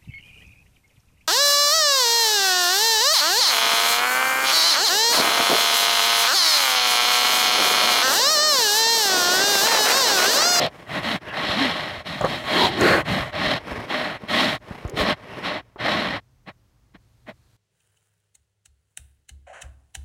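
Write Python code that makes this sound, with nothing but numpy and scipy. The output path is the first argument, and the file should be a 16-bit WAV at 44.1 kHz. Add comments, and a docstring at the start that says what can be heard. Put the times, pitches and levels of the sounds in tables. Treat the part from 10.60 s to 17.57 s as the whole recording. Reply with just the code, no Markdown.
"""A hand or sleeve slides over the case of a phone carried at arm's length in a quiet room.
Each stroke is a rush of tiny slips that ring the case and the microphone port, with a low purr
from the ridged surface. Light brushing, soft bumps of the grip and a few sharp ticks fall in
and between the strokes; three short grazes and a faint rustle of cloth come last."""
import sys
import numpy as np
from scipy import signal
from scipy.fft import rfft, irfft, next_fast_len
from scipy.io import wavfile

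SR = 44100
rng = np.random.default_rng(int(sys.argv[2]) if len(sys.argv) > 2 else 0)


def wav_record(signal):
    """Record a signal, one row per channel, as 16-bit PCM in the file named by sys.argv[1]."""
    frames = np.transpose(np.atleast_2d(signal))
    bounded = np.clip(frames, -1, 1)
    # unit amplitude maps onto the largest positive 16-bit level
    quanta = np.round(bounded * 32767).astype(np.int16)
    wavfile.write(sys.argv[1], SR, quanta)


N = 307211
TIME = np.arange(N) / SR


def from_db(db):
    return 10 ** (np.asarray(db) / 20)


def rms_one(x):
    return x / np.sqrt(np.mean(x ** 2) + 1e-20)


def drift(rate_hz):
    """A smooth random wander with spread 1, mostly slower than rate_hz."""
    step = 20
    pole = np.exp(-2 * np.pi * rate_hz * step / SR)
    noise = rng.standard_normal(N // step + 2002)
    wander = signal.lfilter([1], [1, -2 * pole, pole * pole], noise)[2000:]
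    return np.interp(np.arange(N) / step, np.arange(len(wander)), rms_one(wander))


def band(x, hz, kind, order=2):
    """Butterworth filter."""
    return signal.sosfilt(signal.butter(order, hz, kind, fs=SR, output="sos"), x)


def coloured(x, curve):
    """Shape a steady signal with an EQ curve that rolls off below its first point; rms 1."""
    hz, db = np.transpose(curve)
    size = next_fast_len(N)
    bin_hz = np.maximum(np.arange(size // 2 + 1) * SR / size, 1)
    gain = from_db(np.interp(np.log(bin_hz), np.log(hz), db))
    roll_off = np.minimum(bin_hz / hz[0], 1) ** 2
    return rms_one(irfft(rfft(x, size) * gain * roll_off, size)[:N])


def resonance(x, hz, width_hz):
    """Two-pole band-pass with gain 1 at its peak."""
    r = np.exp(-np.pi * width_hz / SR)
    feedback = [1, -2 * r * np.cos(2 * np.pi * hz / SR), r * r]
    return signal.lfilter(np.array([1, 0, -1]) * (1 - r * r) / 2, feedback, x)


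def burst(start_s, t60_s, length_s=.25):
    """An envelope with an instant attack and an exponential decay."""
    envelope, start = np.zeros(N), int(start_s * SR)
    age = TIME[:min(int(length_s * SR), N - start)]
    envelope[start:start + len(age)] = from_db(-60 * age / t60_s)
    return envelope


def ring(start_s, hz, t60_s):
    """A struck sine that dies away."""
    age = TIME - int(start_s * SR) / SR
    return np.sin(2 * np.pi * hz * age) * burst(start_s, t60_s, length_s=.5)


def slips(per_s, spread_db, smooth):
    """Friction: tiny slips of uneven size at random moments, over a smooth hiss."""
    sizes = from_db(spread_db * np.clip(rng.standard_normal(N), -2, 2)) * rng.choice([-1, 1], N)
    slipping = rng.random(N) < per_s / SR
    return rms_one(sizes * slipping) + smooth * rng.standard_normal(N)


def case(x, wet=1):
    """Case and microphone port ring, lifting their own resonances."""
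    # resonances of case and port: pitch_hz, width_hz, lift_db
    modes = [(609, 38, 9.5), (1092, 28, 8.5), (1267, 38, 3), (1880, 120, 5.5), (2025, 110, 2.5),
             (2850, 830, 3), (3240, 260, 6), (3830, 130, 5), (4200, 480, 4.5), (5274, 310, 9),
             (8700, 1100, 1.5), (11180, 510, 6.5)]
    return x + wet * sum((from_db(db) - 1) * resonance(x, hz, width_hz) for hz, width_hz, db in modes)


def cupped(rub, low_hz, high_hz):
    """The hand cups the port: passing resonances in this range turn the rub hollow at an even level."""
    # hollows under the hand: centre_s, half_length_s, pitch_hz, width_hz, over_plain_rub_db
    hollows = [ (0.032, 0.055, 607, 201, 6), (.69, 0.047, 1645, 397, -2.5), (0.692, 0.024, 2780, 405, -6),
               (1.645, 0.028, 622, 260, 7), (1.98, .11, 3224, 299.8, 1), (1.98, .11, 3980, 500, 1.5),
               (2.031, 0.032, 930, 130, 3.5), (2.03, 0.062, 365.5, 130, -2.5),
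               (2.062, 0.037, 790, 120, 0.5), (2.247, 0.093, 346, 90, 2), (2.299, .075, 507, 240, 1.5),
               (2.304, 0.055, 1530, 600, 5), (2.31, .07, 4216, 452, 1.5), (4.322, 0.031, 387, 170, 5.5),
               (4.41, 0.036, 440, 299, -4), (4.73, .057, 2680, 448.4, -11.5), (6.705, .03, 615, 150, -1.5),
               ]
    power = np.ones(N)
    for centre_s, half_length_s, hz, width_hz, db in hollows:
        if low_hz < hz < high_hz:
            swell = from_db(db) * np.exp(-((TIME - centre_s) / half_length_s) ** 2 / 2)
            hollow = resonance(resonance(rng.standard_normal(N), hz, width_hz), hz, width_hz * 2)
            rub = rub + swell * rms_one(hollow)
            power += swell ** 2
    return rub / np.sqrt(power)


def slide(start_s, rise_s, fall_s, peak_db, swell_db, touch_s=.03, lift_s=.036):
    """One slide speeds up and slows to rest, louder with speed: its samples, speed (0-1) and gain."""
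    end_s = start_s + rise_s + fall_s
    span = (TIME > start_s) & (TIME < end_s)
    t = TIME[span]
    speed = np.sin(np.pi / 2 * np.interp(t, [start_s, start_s + rise_s, end_s], [0, 1, 0]))
    contact = (np.minimum((t - start_s) / touch_s, 1) * np.minimum((end_s - t) / lift_s, 1)) ** 1.46
    return span, speed, contact * from_db(peak_db - swell_db * (1 - speed))


def room_tone(level_db=-58.5):
    """A steady bed of low room rumble and faint hiss."""
    # colour of the room: frequency_hz, gain_db
    room_eq = [(36, -8.5), (55, -7.5), (84, -13.5), (119, -4), (145, -22), (188, -23.5), (300, -27),
               (500, -33.5), (1000, -35), (3460, -44), (5000, -43.5), (6420, -44), (7300, -47),
               (15600, -52)]
    return from_db(level_db) * coloured(rng.standard_normal(N), room_eq)


def distant_sleeve():
    """A sleeve moves further off, its cloth slipping in a faint rustle."""
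    # fade of the rustle: time_s, level_db
    fade = [(6.4, -76.5), (6.74, -75.5), (6.966, -70)]
    # colour of the cloth: frequency_hz, gain_db
    cloth_eq = [(500, -8), (1500, -6), (3000, -7), (4300, -2), (5100, -10), (8650, -9), (15600, -19.5)]
    time_s, level_db = np.transpose(fade)
    rustle = coloured(slips(per_s=2200, spread_db=1, smooth=.47), cloth_eq)
    return np.interp(TIME, time_s, from_db(level_db), left=0) * rustle


def finger_nudges(count=16, from_s=.05, to_s=4.8, level_db=-33, pitch_hz=76, t60_s=.023):
    """The fingers resettle every so often, each time with a faint low thud."""
    starts = np.interp(np.arange(count) + rng.random(count), [0, count], [from_s, to_s])
    thuds = np.zeros(N)
    for start_s, (force, detune) in zip(starts, rng.standard_normal((count, 2))):
        thuds += from_db(level_db + 2.5 * force) * ring(start_s, pitch_hz * np.exp(.2 * detune), t60_s)
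    return band(thuds + 1e-18, 400, "low")


def ticks(t60_s=.014):
    """Something hard is touched and rattles high and briefly, each time favouring other modes."""
    # small sharp touches: start_s, level_db, brightness_hz
    touches = [(.064, -39, 11000), (1.612, -31, 5000), (1.648, -32, 4500), (2.211, -21, 6500),
               (4.278, -45, 9000), (4.297, -33.5, 8500)]
    # what a tick rings with: pitch_hz, width_hz, weight_db
    modes = [(4100, 600, -2), (5100, 600, -0.5), (6700, 610, 7.5), (7000, 600, -3.5), (9300, 1500, -0.5),
             (13500, 2900, 1)]
    mode_hz, _, weight_db = np.transpose(modes)
    rattles = np.array([rms_one(resonance(rng.standard_normal(N), hz, width)) for hz, width, _ in modes])
    out = np.zeros(N)
    for start_s, level_db, brightness_hz in touches:
        blend = from_db(weight_db) * np.exp(-np.log2(mode_hz / brightness_hz) ** 2)
        blend /= np.linalg.norm(blend)
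        out += from_db(level_db) * burst(start_s, t60_s) * (blend @ rattles)
    return out


def grip_bumps(overtone_ratio=3.7, overtone_db=-9, scuff_t60_s=.11, scuff_makeup_db=10):
    """Soft flesh meets the case: a heavily damped thud and a short, dull scuff."""
    # firm bumps of the grip: start_s, thud_db, pitch_hz, t60_s, scuff_db (ahead of filter and makeup)
    bumps = [ (0.892, -20, 110.9, 0.041, -36), (1.369, -29, 91.5, 0.041, -52),
             (1.609, -18, 165, 0.033, -19.5), (1.641, -16.5, 176.6, 0.054, -14),
             (1.646, -9, 548, 0.048, -30), (2.215, -19.5, 116.2, 0.072, -24),
             (2.335, -25.5, 95.04, 0.1, -19.5), (2.43, -29, 150, 0.11, -40), (2.523, -27, 115, .07, -37),
             (2.595, -20, 80, .06, -48), (2.86, -25, 68.4, 0.068, -41), (3.111, -24, 64.94, 0.068, -46),
             (3.176, -25, 100, .06, -53), (3.634, -26, 220, .053, -40.5), (4.109, -16.5, 176, 0.017, -36),
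             (4.25, -9.5, 90.3, 0.023, -34), (4.336, -24, 132, .076, -52), (4.4, -16, 69.6, 0.069, -31),
             (5.159, -33, 402, .053, -40), ]
    thuds, scuff_gain = np.zeros((2, N))
    for start_s, thud_db, pitch_hz, t60_s, scuff_db in bumps:
        overtone = from_db(overtone_db) * ring(start_s, pitch_hz * overtone_ratio, t60_s / 2)
        thuds += from_db(thud_db) * (ring(start_s, pitch_hz, t60_s) + overtone)
        scuff_gain += from_db(scuff_db) * burst(start_s, scuff_t60_s)
    skids = scuff_gain * rng.standard_normal(N)
    scuffs = case(band(skids + 1e-18, [350, 1300], "band", order=3))
    return band(thuds + 1e-18, 700, "low") + from_db(scuff_makeup_db) * scuffs


def grip_rumble(level_db=-9):
    """The pressing hand shakes the whole phone a little."""
    return from_db(level_db) * rms_one(band(rng.standard_normal(N), [85, 190], "band"))


def port_hiss():
    """Hard contact right at the port makes a fine, very bright hiss."""
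    # colour of the scrape: frequency_hz, gain_db
    scrape_eq = [(4500, -6.5), (6500, 4), (8500, 1), (10000, -1), (13000, -3.5), (16000, -9)]
    hiss = coloured(slips(per_s=4000, spread_db=1.5, smooth=.66), scrape_eq)
    return rms_one(case(hiss, wet=.6))


def brushing(trim_db=1, flutter_db=1.66):
    """Light contact gives a duller, finer friction, with a trace of hiss from the port."""
    # light passes: start_s, rise_s, fall_s, peak_db (ahead of the trim), swell_db, hiss_re_peak_db
    brushes = [ (0.06, 0.12, 0.14, -44, 13, -21.5), (0.586, 0.13, 0.066, -33.5, 20, -42),
               (1.36, 0.095, .07, -47, 7, -45), (2.975, 0.15, .25, -31.5, 19.5, -45),
               (3.561, .085, 0.069, -43, 14, -45), (3.99, 0.13, 0.29, -41, 15, -26),
               (4.22, .12, .06, -39.5, 5, -45), (4.531, 0.3, 0.054, -36.5, 14.5, -45),
               (4.98, .03, .2, -62.5, 6, -44), ]
    # colour of light friction: frequency_hz, gain_db
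    brush_eq = [(110, -1), (220, -3), (400, -3.5), (520, -5.5), (1000, -7), (1400, -11), (2200, -11.5),
                (2900, -19.5), (3500, -22.5), (5500, -30), (7000, -38), (11000, -39.5), (16000, -49.5)]
    power, hiss_power = np.zeros((2, N))
    for *motion, hiss_db in brushes:
        span, _, gain = slide(*motion)
        power[span] += gain ** 2
        hiss_power[span] += (gain * from_db(hiss_db)) ** 2
    friction = slips(per_s=2800, spread_db=-1.5, smooth=.51) * from_db(flutter_db * drift(36))
    brush = rms_one(case(coloured(friction, brush_eq), wet=.53))
    return from_db(trim_db) * np.sqrt(power) * cupped(brush, 0, SR) + np.sqrt(hiss_power) * port_hiss()


def hand_motion(rasp_swell_db=5.5, purr_swell_db=1.8, hiss_swell_db=-2, rest_rate_share=.25):
    """Hand speed drives four layer gains; the stroke that purrs most sets ridge rate and unevenness."""
    # strokes over the case: start_s, rise_s, fall_s, peak_db, swell_db (rest to top speed),
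    # rasp_db, purr_db, hiss_db (all three relative to the peak), top_ridge_hz, unevenness (0-1)
    strokes = [ (-0.04, .055, 0.087, -21, 7, -4.5, -11, -46, 234, 0.3),
               (0.25, 0.121, 0.0746, -26.5, 19, -8.5, -9.5, -25, 198, 0.37),
               (0.403, .1, .095, -24, 11, -4, -7, -23.5, 231.1, 0.13),
               (0.717, 0.059, .1, -27, 2.3, -8.5, -18.5, -32, 219.4, .3),
               (0.75, 0.15, 0.54, -26, 9, -2.5, -13, -29, 220, 0.28),
               (0.932, 0.091, 0.13, -24.5, 13, -1, -4.5, -35, 275, 0.023),
               (1.44, .04, .195, -32, 5, -3, -8, -23.5, 200, 0.29),
               (1.591, 0.13, 0.13, -30, 8, -3, -6.5, -21.5, 200, 0.41),
               (1.8, .24, .088, -17, 22, -2.5, -13.5, -23, 201.6, .35),
               (2.07, .07, .12, -29.5, 3, -3.5, -6.5, -31, 180.2, .3),
               (2.16, .112, 0.17, -13.5, 14, -12, -13, -24.5, 225, .3),
               (2.428, .092, .215, -22.5, 20, -7.5, -6, -24.5, 185, 0.24),
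               (2.712, 0.21, .088, -23.5, 8, -3, -8, -37, 215, 0.29),
               (3.265, .075, 0.26, -24, 13, -7, -14, -29.5, 245, 0.2),
               (3.668, .125, .195, -20, 11.4, -1.5, -9.5, -24.5, 260.8, .2),
               (4.337, 0.071, .068, -21, 22, -4.5, -9.5, -22, 220, .3),
               (4.408, .084, .07, -21.7, 8, -5, -6.5, -36, 240, 0.29),
               (4.811, .053, 0.16, -26, 10.5, -6, -13.5, -51, 200, 0.36),
               (5.176, .15, .28, -23.5, 7, -5, -10, -50, 236.1, .3),
               (5.855, .02, .053, -37.5, 3, -12.5, -7, -34, 222, .34),
               (6.329, 0.025, 0.03, -45.5, 16, -9.5, 5, -38, 203.7, .3),
               (6.652, .042, 0.046, -36.5, 18, -14, -10, -31, 240, 0.29), ]
    power = np.zeros((4, N))
    ridge_hz, unevenness = np.zeros((2, N))
    for *motion, rasp_db, purr_db, hiss_db, top_ridge_hz, uneven in strokes:
        span, speed, body = slide(*motion)
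        slack = 1 - speed
        # rasp and purr swell more with speed than the body does, the hiss less
        rasp = body * from_db(rasp_db - rasp_swell_db * slack)
        purr = body * from_db(purr_db - purr_swell_db * slack)
        hiss = body * from_db(hiss_db - hiss_swell_db * slack)
        leads = purr ** 2 > power[2, span]
        stroke_hz = top_ridge_hz * (speed + rest_rate_share * slack)
        ridge_hz[span] = np.where(leads, stroke_hz, ridge_hz[span])
        unevenness[span] = np.where(leads, uneven, unevenness[span])
        power[:, span] += np.square([body, rasp, purr, hiss])
    return np.sqrt(power), ridge_hz, unevenness


def hand_strokes(grab=.13, crossover_hz=2600, rasp_trim_db=-.36, body_trim_db=.17, purr_trim_db=2.1):
    """The sliding hand catches once per ridge: this shakes the case into a purr and bunches the slips."""
    # colour of firm friction: frequency_hz, gain_db
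    rub_eq = [(300, -1.5), (400, -9.5), (520, -7), (750, -1.5), (950, -6), (1450, -7), (2100, -5.5),
              (2550, -10.5), (4200, -10), (4750, -20.5), (6500, -30), (9500, -36), (13000, -41),
              (16000, -54)]
    (body_gain, rasp_gain, purr_gain, hiss_gain), ridge_hz, unevenness = hand_motion()
    catch_hz = ridge_hz * np.exp(unevenness * drift(129.06))
    ridges = np.sin(2 * np.pi * np.cumsum(catch_hz) / SR)
    pressure = (1 + grab * ridges) * from_db(.5 * drift(64) + 1.25 * drift(48))
    # fine slips make the bright rasp, coarse ones the body of the rub
    fine = case(coloured(slips(per_s=7600, spread_db=.5, smooth=.4) * pressure, rub_eq))
    coarse = case(coloured(slips(per_s=5000, spread_db=3, smooth=.58) * pressure, rub_eq))
    rasp = cupped(rms_one(band(fine, crossover_hz, "high", order=5)), crossover_hz, SR)
    body = cupped(rms_one(band(coarse, crossover_hz, "low", order=5)), 0, crossover_hz)
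    purr = rms_one(ridges * from_db(3 * drift(51)))
    return (from_db(rasp_trim_db) * rasp_gain * rasp
            + from_db(body_trim_db) * body_gain * body
            + from_db(purr_trim_db) * purr_gain * purr
            + hiss_gain * port_hiss()
            + purr_gain * grip_rumble())


def scene():
    """A mono mix: strokes up front, small contacts around them, the room behind."""
    handling = hand_strokes() + brushing() + grip_bumps() + finger_nudges() + ticks()
    return (handling + distant_sleeve() + room_tone())[None]


def record(dry, bass_cut_hz=41, top_cut_hz=15800, ceiling=.75):
    """The microphone rounds the highest peaks and drops the deep bass; the top is cut."""
    rounded = ceiling * np.tanh(dry / ceiling)
    thinned = band(rounded, bass_cut_hz, "high", order=5)
    return signal.sosfilt(signal.ellip(12, .1, 80, top_cut_hz, fs=SR, output="sos"), thinned)


dry = scene()
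out = record(dry)
wav_record(out)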